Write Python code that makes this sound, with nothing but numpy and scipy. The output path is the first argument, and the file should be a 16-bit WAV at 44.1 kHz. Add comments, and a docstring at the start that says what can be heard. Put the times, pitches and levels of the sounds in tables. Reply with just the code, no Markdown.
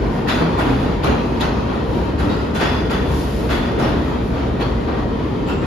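"""A deep rolling roar with booming car bodies: a subway train runs past behind a station's tiled piers,
heard from the platform on a pair of small microphones, a little to the left.
Air hisses from under the cars through the gaps between the piers. Pairs of axles bang over a rail joint
and set the steel ringing, loose gear clanks, and flanges rub the rail in thin squeals.
The hard walls smear every blow into a short wash."""
import sys
import numpy as np
from scipy import signal
from scipy.fft import rfft, irfft, next_fast_len
from scipy.io import wavfile
from scipy.ndimage import uniform_filter1d, map_coordinates

SR = 44100
rng = np.random.default_rng(int(sys.argv[2]) if len(sys.argv) > 2 else 0)


def transcribe(u):
    """Save the signal u as a 16-bit wav file named by the first command-line argument.

    u: samples, shape (n,) or (channels, n), limited to [-1, 1]; the rate is SR.
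    q: integer samples, one column per channel.
    """
    v = np.clip(np.atleast_2d(u).T, -1, 1)
    q = np.round(v * 32767).astype(np.int16)
    wavfile.write(sys.argv[1], SR, q)


N = 249589

# Wheels on the rail joint, mostly in pairs a third of a second apart, some with a rebound:
# t/s, relative levels (clang/dB, bite/dB, thud/dB, click/dB, wheel ring/dB), t60/s
JOINT_BLOWS = [(0.276, -24, -28, -23.5, -38, -35.5, 0.76), (.288, -20, -25, -36, -46, -49, 0.19),
               (.405, -30, -38, -19.5, -55, -56, 0.35), (0.577, -27.5, -36, -21, -41.5, -38, 0.8),
               (0.656, -30.5, -39.5, -25.5, -52, -48.5, 0.99), (1.033, -28, -28.5, -18, -39, -54, 0.5),
               (1.072, -23.5, -36, -24, -49, -50, 0.14), (1.4, -30, -25.5, -31, -42, -53, 0.44),
               (1.417, -26, -44, -19.5, -49, -54, 0.36), (1.69, -38, -46, -24, -74, -56, 0.17),
               (2.184, -30, -43, -29, -43.5, -48, 0.6), (2.285, -34, -34.5, -27, -53.5, -56, 0.96),
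               (2.542, -30.5, -32, -25.5, -42, -36, 1), (2.601, -22.5, -28, -20.5, -42.5, -31, 1),
               (2.899, -26.5, -38, -24.5, -43, -35, 0.75), (3.494, -24, -30.5, -22.5, -41, -33, 0.87),
               (3.784, -30, -33, -23, -44, -45, 0.85), (3.826, -30, -42, -24, -52, -38, 1),
               (4.105, -45, -60, -29.5, -58, -58, 0.28), (4.599, -29.5, -33.5, -22.5, -47, -52, 0.42),
               (4.875, -34, -47, -24.5, -63, -56, 0.58), (5.477, -32.5, -36, -27, -46, -54, 0.3)]


def amp(db):
    """Decibels to gain."""
    return 10 ** (np.asarray(db) / 20)


def unit(x):
    """x at rms 1."""
    return x / np.sqrt(np.mean(x ** 2) + 1e-20)


def over_hz(points, hz):
    """(f/Hz, value) points read on a log axis."""
    f, values = np.transpose(points)
    return np.interp(np.log(hz + 1), np.log(f + 1), values)


def over_time(points):
    """(t/s, value) points read at every sample."""
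    return np.interp(np.arange(N) / SR, *np.transpose(points))


def wobble(per_s):
    """A smooth random curve, per_s knots a second."""
    return map_coordinates(rng.standard_normal(4096), [np.arange(N) * per_s / SR], mode="wrap")


def swell(s, db, width_s):
    """Power of a bell-shaped swell centred on time s."""
    return amp(db) ** 2 * np.exp(-.5 * ((np.arange(N) / SR - s) / width_s) ** 2)


def bell(hz, centre, width):
    """Shape of one resonance, 1 at its centre."""
    return 1 / (1 + (2 * (hz - centre) / width) ** 2)


def filtered(x, response):
    """x through a gain given as a function of frequency."""
    size = next_fast_len(N + 8192)
    return irfft(rfft(x, size) * response(np.fft.rfftfreq(size, 1 / SR)), size)[..., :N]


def steadied(x, span_s):
    """x with its chance swells slower than span_s evened out."""
    power = uniform_filter1d(np.mean(x ** 2, axis=0), int(span_s * SR))
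    return x / np.sqrt(np.abs(power) + 1e-6)


def diffuse(spectrum, body=np.ones_like):
    """Noise scattered by the station, at rms 1 across the two microphones."""
    # Left and right are alike in the bass, apart in the treble, opposed near 8.5 kHz: f/Hz, correlation
    likeness = [(55, .992), (130, .95), (250, .82), (400, .58), (680, .17), (1260, .08), (2300, .45),
                (4200, .26), (7300, .25), (7650, -1), (9100, -1), (9600, .7), (12000, .9)]

    def mid_and_side(hz):
        angle = np.arccos(np.clip(over_hz(likeness, hz), -1, 1)) / 2
        roll_off = 1 / (1 + (hz / spectrum[-1][0] / 2) ** 4)
        return amp(over_hz(spectrum, hz)) * body(hz) * roll_off * np.array([np.cos(angle), np.sin(angle)])
    mid, side = filtered(rng.standard_normal((2, N)), mid_and_side)
    return unit(np.array([mid + side, mid - side]))


def rail_resonance(hz):
    """Gain of the rail's own modes."""
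    modes = [(941, 50, 5.5), (1410, 58, -0.5), (1865, 72, 4.5), (2550, 140, 3), (3200, 170, 2.5)]  # rail modes: f/Hz, width/Hz, lift/dB
    return amp(sum(db * bell(hz, centre, width) for centre, width, db in modes))


def metallic(x, patchy_db):
    """Many brief steel resonances come and go, each about 100 Hz wide."""
    spectra = signal.stft(x, nperseg=1024)[2]
    patches = uniform_filter1d(rng.standard_normal(spectra.shape[1:]), size=3, axis=0)  # across frequency
    patches = uniform_filter1d(patches, size=14, axis=1)  # across time
    return unit(signal.istft(spectra * amp(patchy_db * unit(patches)), nperseg=1024)[1][:, :N])


def rolling(roar_db=-1, judder_db=1.08):
    """Rough treads shake the car bodies (boom), the track bed (roar) and the rails (rush)."""
    # Spectra of car bodies, track bed and rails: f/Hz, relative level/dB
    boom_spectrum = [(20, -44), (31, -22), (40, -2.5), (50, -2), (62, 2.5), (70, 2), (82, -8.5),
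                     (100, -9.5), (160, -31)]
    roar_spectrum = [(60, -4), (95, -5), (125, 0), (190, -1.5), (245, 1), (350, -4), (450, -3.5),
                     (560, -11), (800, -23.5), (2000, -55)]
    rush_spectrum = [(250, -20), (550, -1), (900, 0), (1200, -4), (1700, -10), (2300, -14), (3300, -17),
                     (4500, -21), (6000, -30), (8300, -36), (11800, -42), (14500, -53)]
    # Their rise and fall at the platform: t/s, relative level/dB
    boom_levels = [(0, -25), (.23, -30), (.5, -26.5), (1.1, -23), (1.3, -31.5), (1.47, -23), (1.8, -27),
                   (2.3, -23.5), (2.55, -29.5), (2.75, -23.5), (3.3, -24), (4.05, -24.5), (4.48, -24),
                   (4.6, -36), (4.71, -23.5), (5.1, -25), (5.66, -28)]
    roar_levels = [(0, -18.5), (.8, -19), (1, -21.5), (1.25, -18.5), (1.8, -20), (2.5, -20), (3.15, -18.5),
                   (3.29, -21.5), (3.42, -19), (4.6, -20), (5.66, -19)]
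    rush_levels = [(0, -28), (.25, -28), (.8, -27.5), (1, -29.5), (1.35, -27.5), (1.85, -28.5), (2.1, -28),
                   (2.4, -30), (3.3, -29.5), (4.15, -29), (4.75, -29.5), (5.25, -31.5), (5.66, -29)]
    # The trucks bounce on their springs and the roar swells: t/s, relative level/dB
    bounces = [(.43, -23), (.702, -18.5), (.87, -18.5), (1.11, -16.5), (1.97, -20), (2.29, -20.5),
               (3.83, -20), (3.96, -19.5)]
    boom = amp(over_time(boom_levels)) * steadied(diffuse(boom_spectrum), span_s=0.1)
    bounce_power = sum(swell(s, db, width_s=0.036) for s, db in bounces)
    roar_gain = amp(roar_db) * np.sqrt(amp(over_time(roar_levels)) ** 2 + bounce_power)
    roar = roar_gain * steadied(diffuse(roar_spectrum), span_s=0.084)
    rails = metallic(diffuse(rush_spectrum, rail_resonance), patchy_db=1.45)
    rush = amp(over_time(rush_levels) + judder_db * wobble(per_s=17)) * rails
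    return boom + roar + rush


def body_throbs():
    """A car body catches one low note, which swells and fades alike at both microphones."""
    notes = [(.06, 50, -27, 0.044), (.45, 166.2, -21, 0.028), (.675, 222, -25, .016),
             (.72, 124, -25.5, 0.054), (.725, 268, -23, .022), (2.07, 69.5, -24, 0.026),
             (2.22, 64.5, -21, 0.02), (2.27, 295, -26, 0.025), (2.74, 72, -24, 0.017),
             (3.18, 68.5, -23.5, 0.03), (3.47, 64.17, -21.5, 0.032), (3.71, 63.2, -24, 0.053),
             (3.835, 228, -20.5, 0.0075), (4.04, 65.2, -22, 0.04), (4.28, 69.7, -26.5, 0.13),
             (4.49, 69, -23.5, 0.043), (4.5, 127, -28.5, 0.16), (4.74, 55.7, -23, 0.075)]  # car body notes: t/s, f/Hz, level/dB, half-width/s
    t = np.arange(N) / SR
    phases = rng.uniform(0, 2 * np.pi, len(notes))
    return sum(np.sqrt(2 * swell(s, db, width_s)) * np.sin(2 * np.pi * hz * t + phase)
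               for (s, hz, db, width_s), phase in zip(notes, phases))


def air_leaks(flutter_db=0.5):
    """Hiss reaches the platform as each leak passes a gap between the piers."""
    leaks = [(.16, -51, 0.037), (.82, -49, 0.028), (1.3, -55, 0.062), (1.96, -50, 0.06), (2.36, -55, 0.072),
             (2.74, -61, 0.12), (3.19, -38.5, 0.055), (3.38, -42, 0.089), (4.08, -50.5, 0.035),
             (4.28, -50, 0.034)]  # leaks passing the gaps: t/s, level/dB, half-width/s
    hiss_spectrum = [(1500, -8), (3000, 3), (4700, 3), (7000, -3.5), (9500, -3.5), (12000, -7),
                     (14000, -12), (15000, -18)]  # escaping air: f/Hz, relative level/dB
    power = sum(swell(s, db, width_s) for s, db, width_s in leaks)
    return np.sqrt(power) * amp(flutter_db * wobble(per_s=220)) * diffuse(hiss_spectrum)


def blow_envelope(levels_db, rise_s, t60_scale, hall_db, hall_t60, direct_db, direct_t60=0.021):
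    """All joint blows: a direct strike, near reflections that die quickly, and the hall's fainter tail."""
    power = np.zeros(N)
    for (s, *_, t60), db in zip(JOINT_BLOWS, levels_db):
        start = max(round((s - .03) * SR), 0)  # room for the soft onset
        t = np.arange(start, min(start + 2 * SR, N)) / SR - s
        age = np.maximum(t, 0)
        onset = (1 + np.tanh(t / rise_s - 1)) / 2
        direct = amp(direct_db - 60 * age / direct_t60)
        near = amp(-60 * age / (t60 * t60_scale))
        far = amp(hall_db - 60 * age / hall_t60)
        power[start:start + len(t)] += (amp(db) * onset) ** 2 * (direct ** 2 + near ** 2 + far ** 2)
    return np.sqrt(power)


def rail_joint(rattle_db=-0.64, grain_db=1.0):
    """Each wheel drops on the rail end with a sharp click and bite, a steel clang and a thud."""
    # Spectra of a blow: f/Hz, relative level/dB
    click_spectrum = [(2000, -20), (4000, 3), (5700, 1), (7300, 3), (8600, 3), (10000, -1.5), (12300, -4),
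                      (14000, -9), (15000, -20)]  # steel on steel
    bite_spectrum = [(1500, -18), (2600, 4.5), (3500, 3.5), (4700, -1.5), (5600, -7), (6700, -7.5),
                     (8300, -61), (14000, -42)]  # the rail end rattling in its plates
    clang_spectrum = [(300, -27), (800, -9), (1450, 5), (2200, -2.5), (3300, -7.5), (4700, -13),
                      (8000, -40), (14000, -55)]  # the struck rail
    thud_spectrum = [(50, -20), (130, -34), (280, -7), (500, -5.5), (900, -7), (1400, -13), (3000, -52.5)]  # the truck
    _, clang_db, bite_db, thud_db, click_db, *_ = np.transpose(JOINT_BLOWS)
    # Loose gear and single wall echoes roughen the bright parts.
    rattle = amp(rattle_db * wobble(per_s=91) + grain_db * wobble(per_s=820))
    click = blow_envelope(click_db, rise_s=.0046, t60_scale=.84, hall_db=-26, hall_t60=.8, direct_db=-1)
    bite = blow_envelope(bite_db, rise_s=.0084, t60_scale=.95, hall_db=-8, hall_t60=1, direct_db=-1)
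    clang = blow_envelope(clang_db, rise_s=.0072, t60_scale=1, hall_db=-7, hall_t60=1, direct_db=14.5)
    thud = blow_envelope(thud_db, rise_s=.0049, t60_scale=.93, hall_db=-3.5, hall_t60=1.3, direct_db=-5)
    click_noise = amp(1.5) * metallic(diffuse(click_spectrum), patchy_db=3)
    bite_noise = amp(-2.5) * metallic(diffuse(bite_spectrum), patchy_db=6)
    clang_noise = amp(0.5) * metallic(diffuse(clang_spectrum, rail_resonance), patchy_db=1.1)
    thud_noise = amp(-0.5) * diffuse(thud_spectrum)
    return rattle * (click * click_noise + bite * bite_noise + clang * clang_noise) + thud * thud_noise


def ringing(hz, blur_hz, t60, strikes, rise_share=0.018, wander_share=0.005):
    """One steel mode, blurred by spin and echoes, sounding for a second from each (t/s, level/dB)."""
    age = np.arange(SR) / SR
    shape = amp(-60 * age / t60) * (1 - np.exp(-age / (rise_share * t60)))  # long rings build slowly
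    power = np.zeros(N + SR)
    for s, db in strikes:
        power[round(s * SR):][:SR] += (amp(db) * shape) ** 2
    sounding = np.flatnonzero(power[:N])
    t = sounding / SR
    coarse_t = t[::16]

    def drift(knots, per_s):
        return np.interp(t, coarse_t, map_coordinates(knots, [coarse_t * per_s], mode="wrap"))
    # Each microphone gets its own drifting mix of cosine and sine.
    weights = np.array([[drift(knots, blur_hz) for knots in mic]
                        for mic in rng.standard_normal((2, 2, 8192))])
    wander = drift(rng.standard_normal(256), per_s=9)  # the pitch drifts as the steel rolls past
    phase = 2 * np.pi * np.cumsum(hz * (1 + wander_share * wander)) / SR
    blurred = unit(np.sum(weights * [np.cos(phase), np.sin(phase)], axis=1))
    ring = np.zeros((2, N))
    ring[:, sounding] = np.sqrt(power[sounding]) * blurred
    return ring


def wheel_ring():
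    """Every blow on the joint sets the same wheel modes ringing."""
    modes = [(1240, 45, -7, 1.1), (1458, 70, -2, .9), (1895, 60, -6, 1.5), (2035, 50, -8, 1),
             (2640, 110, -9, 1.2), (3420, 240, -3.5, 1.1), (3460, 100, -2.5, 1.3), (4120, 80, -13, .8),
             (4580, 90, -14, .8), (5010, 110, -14, 1)]  # wheel modes: f/Hz, width/Hz, relative level/dB, t60/s
    return sum(ringing(hz, width, t60, [(s, ring_db + db) for s, *_, ring_db, _ in JOINT_BLOWS])
               for hz, width, db, t60 in modes)


def loose_gear():
    """Loose steel gear knocks under the cars in short bright clanks."""
    clanks = [(.281, 4200, 3020, -35, 0.072), (.282, 1600, 800, -25.5, .2), (.286, 3470, 263, -38, .5),
              (.579, 1018, 418, -18.5, 0.13), (.595, 1654, 797, -22, 0.19), (.6, 2750, 705, -34, 0.76),
              (1.034, 3810, 2600, -27, 0.087), (1.04, 2850, 199.5, -35, 0.7), (1.04, 4250, 590, -37, .5),
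              (1.045, 2370, 110.4, -34, .6), (1.407, 3730, 800, -23, 0.14), (1.408, 6600, 1567, -36, .06),
              (1.409, 4930, 158.5, -39, .23), (1.409, 10800, 2110, -38, .05), (1.42, 1540, 90, -27.5, 0.4),
              (1.42, 2030, 99, -35, 0.45), (2.203, 1570, 222.6, -27, 0.21), (3.503, 1950, 647, -29, .45),
              (3.841, 2720, 159, -37, .45), (4.6, 3320, 420, -33, 0.48), (4.612, 4450, 120.3, -36.5, 0.35)]  # knocks: t/s, f/Hz, width/Hz, level/dB, t60/s
    return sum(ringing(hz, width, t60, [(s, db)]) for s, hz, width, db, t60 in clanks)


def flange_squeals():
    """A flange rubs the rail and one thin note sings."""
    squeals = [(2.202, 1363, 160, -36, 3.2), (2.28, 5000, 110, -48, 1.9), (2.3, 7270, 110, -55, .9),
               (2.64, 5030, 129, -41, 1.2), (2.92, 6350, 150, -49, 0.82), (3.82, 5480, 220, -40, 0.45),
               (4.68, 1920, 50.3, -46, 1.3), (4.879, 1870, 55.1, -39, 1.5), (5.46, 7380, 260, -48, .9),
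               (5.469, 1370, 198.5, -30, 0.93), (5.48, 2730, 263, -32.5, 0.5), (5.48, 4470, 110.5, -50, .7)]  # flange notes: t/s, f/Hz, width/Hz, level/dB, t60/s
    return sum(ringing(hz, width, t60, [(s, db)]) for s, hz, width, db, t60 in squeals)


def scene():
    """The whole train from the platform, a little to the left."""
    balance = [(60, 0.5), (350, 0.4), (680, 3), (1200, 1.5), (2300, 2), (4200, 2), (8000, 0), (14000, 0.5)]  # lean to the left microphone: f/Hz, left minus right/dB
    train = (rolling() + body_throbs() + rail_joint() + wheel_ring()
             + flange_squeals() + loose_gear() + air_leaks())
    return filtered(train, lambda hz: amp(np.outer([.5, -.5], over_hz(balance, hz))))


def record(dry):
    """The small microphones colour the middle and lose the deepest bass and the highest treble."""
    ports = [(677, 37, 0.4, 1.5), (1165, 93, 1.5, -1.5), (1380, 130, -1.7, 3), (1637, 210, -4.5, 2.5),
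             (1720, 93, 3, -5), (2350, 110, 1.5, -4.4), (4900, 470, 2.1, -3.5)]  # microphone port resonances: f/Hz, width/Hz, left/dB, right/dB
    low_cut_hz, top_hz = 38, 14500

    def response(hz):
        colour_db = sum(np.outer([left_db, right_db], bell(hz, centre, width))
                        for centre, width, left_db, right_db in ports)
        low_cut = np.maximum(1 - 1 / (1 + (hz / low_cut_hz) ** 8), .08)
        return amp(colour_db) * low_cut * (hz < top_hz)
    return filtered(dry, response)


dry = scene()
out = record(dry)
transcribe(out)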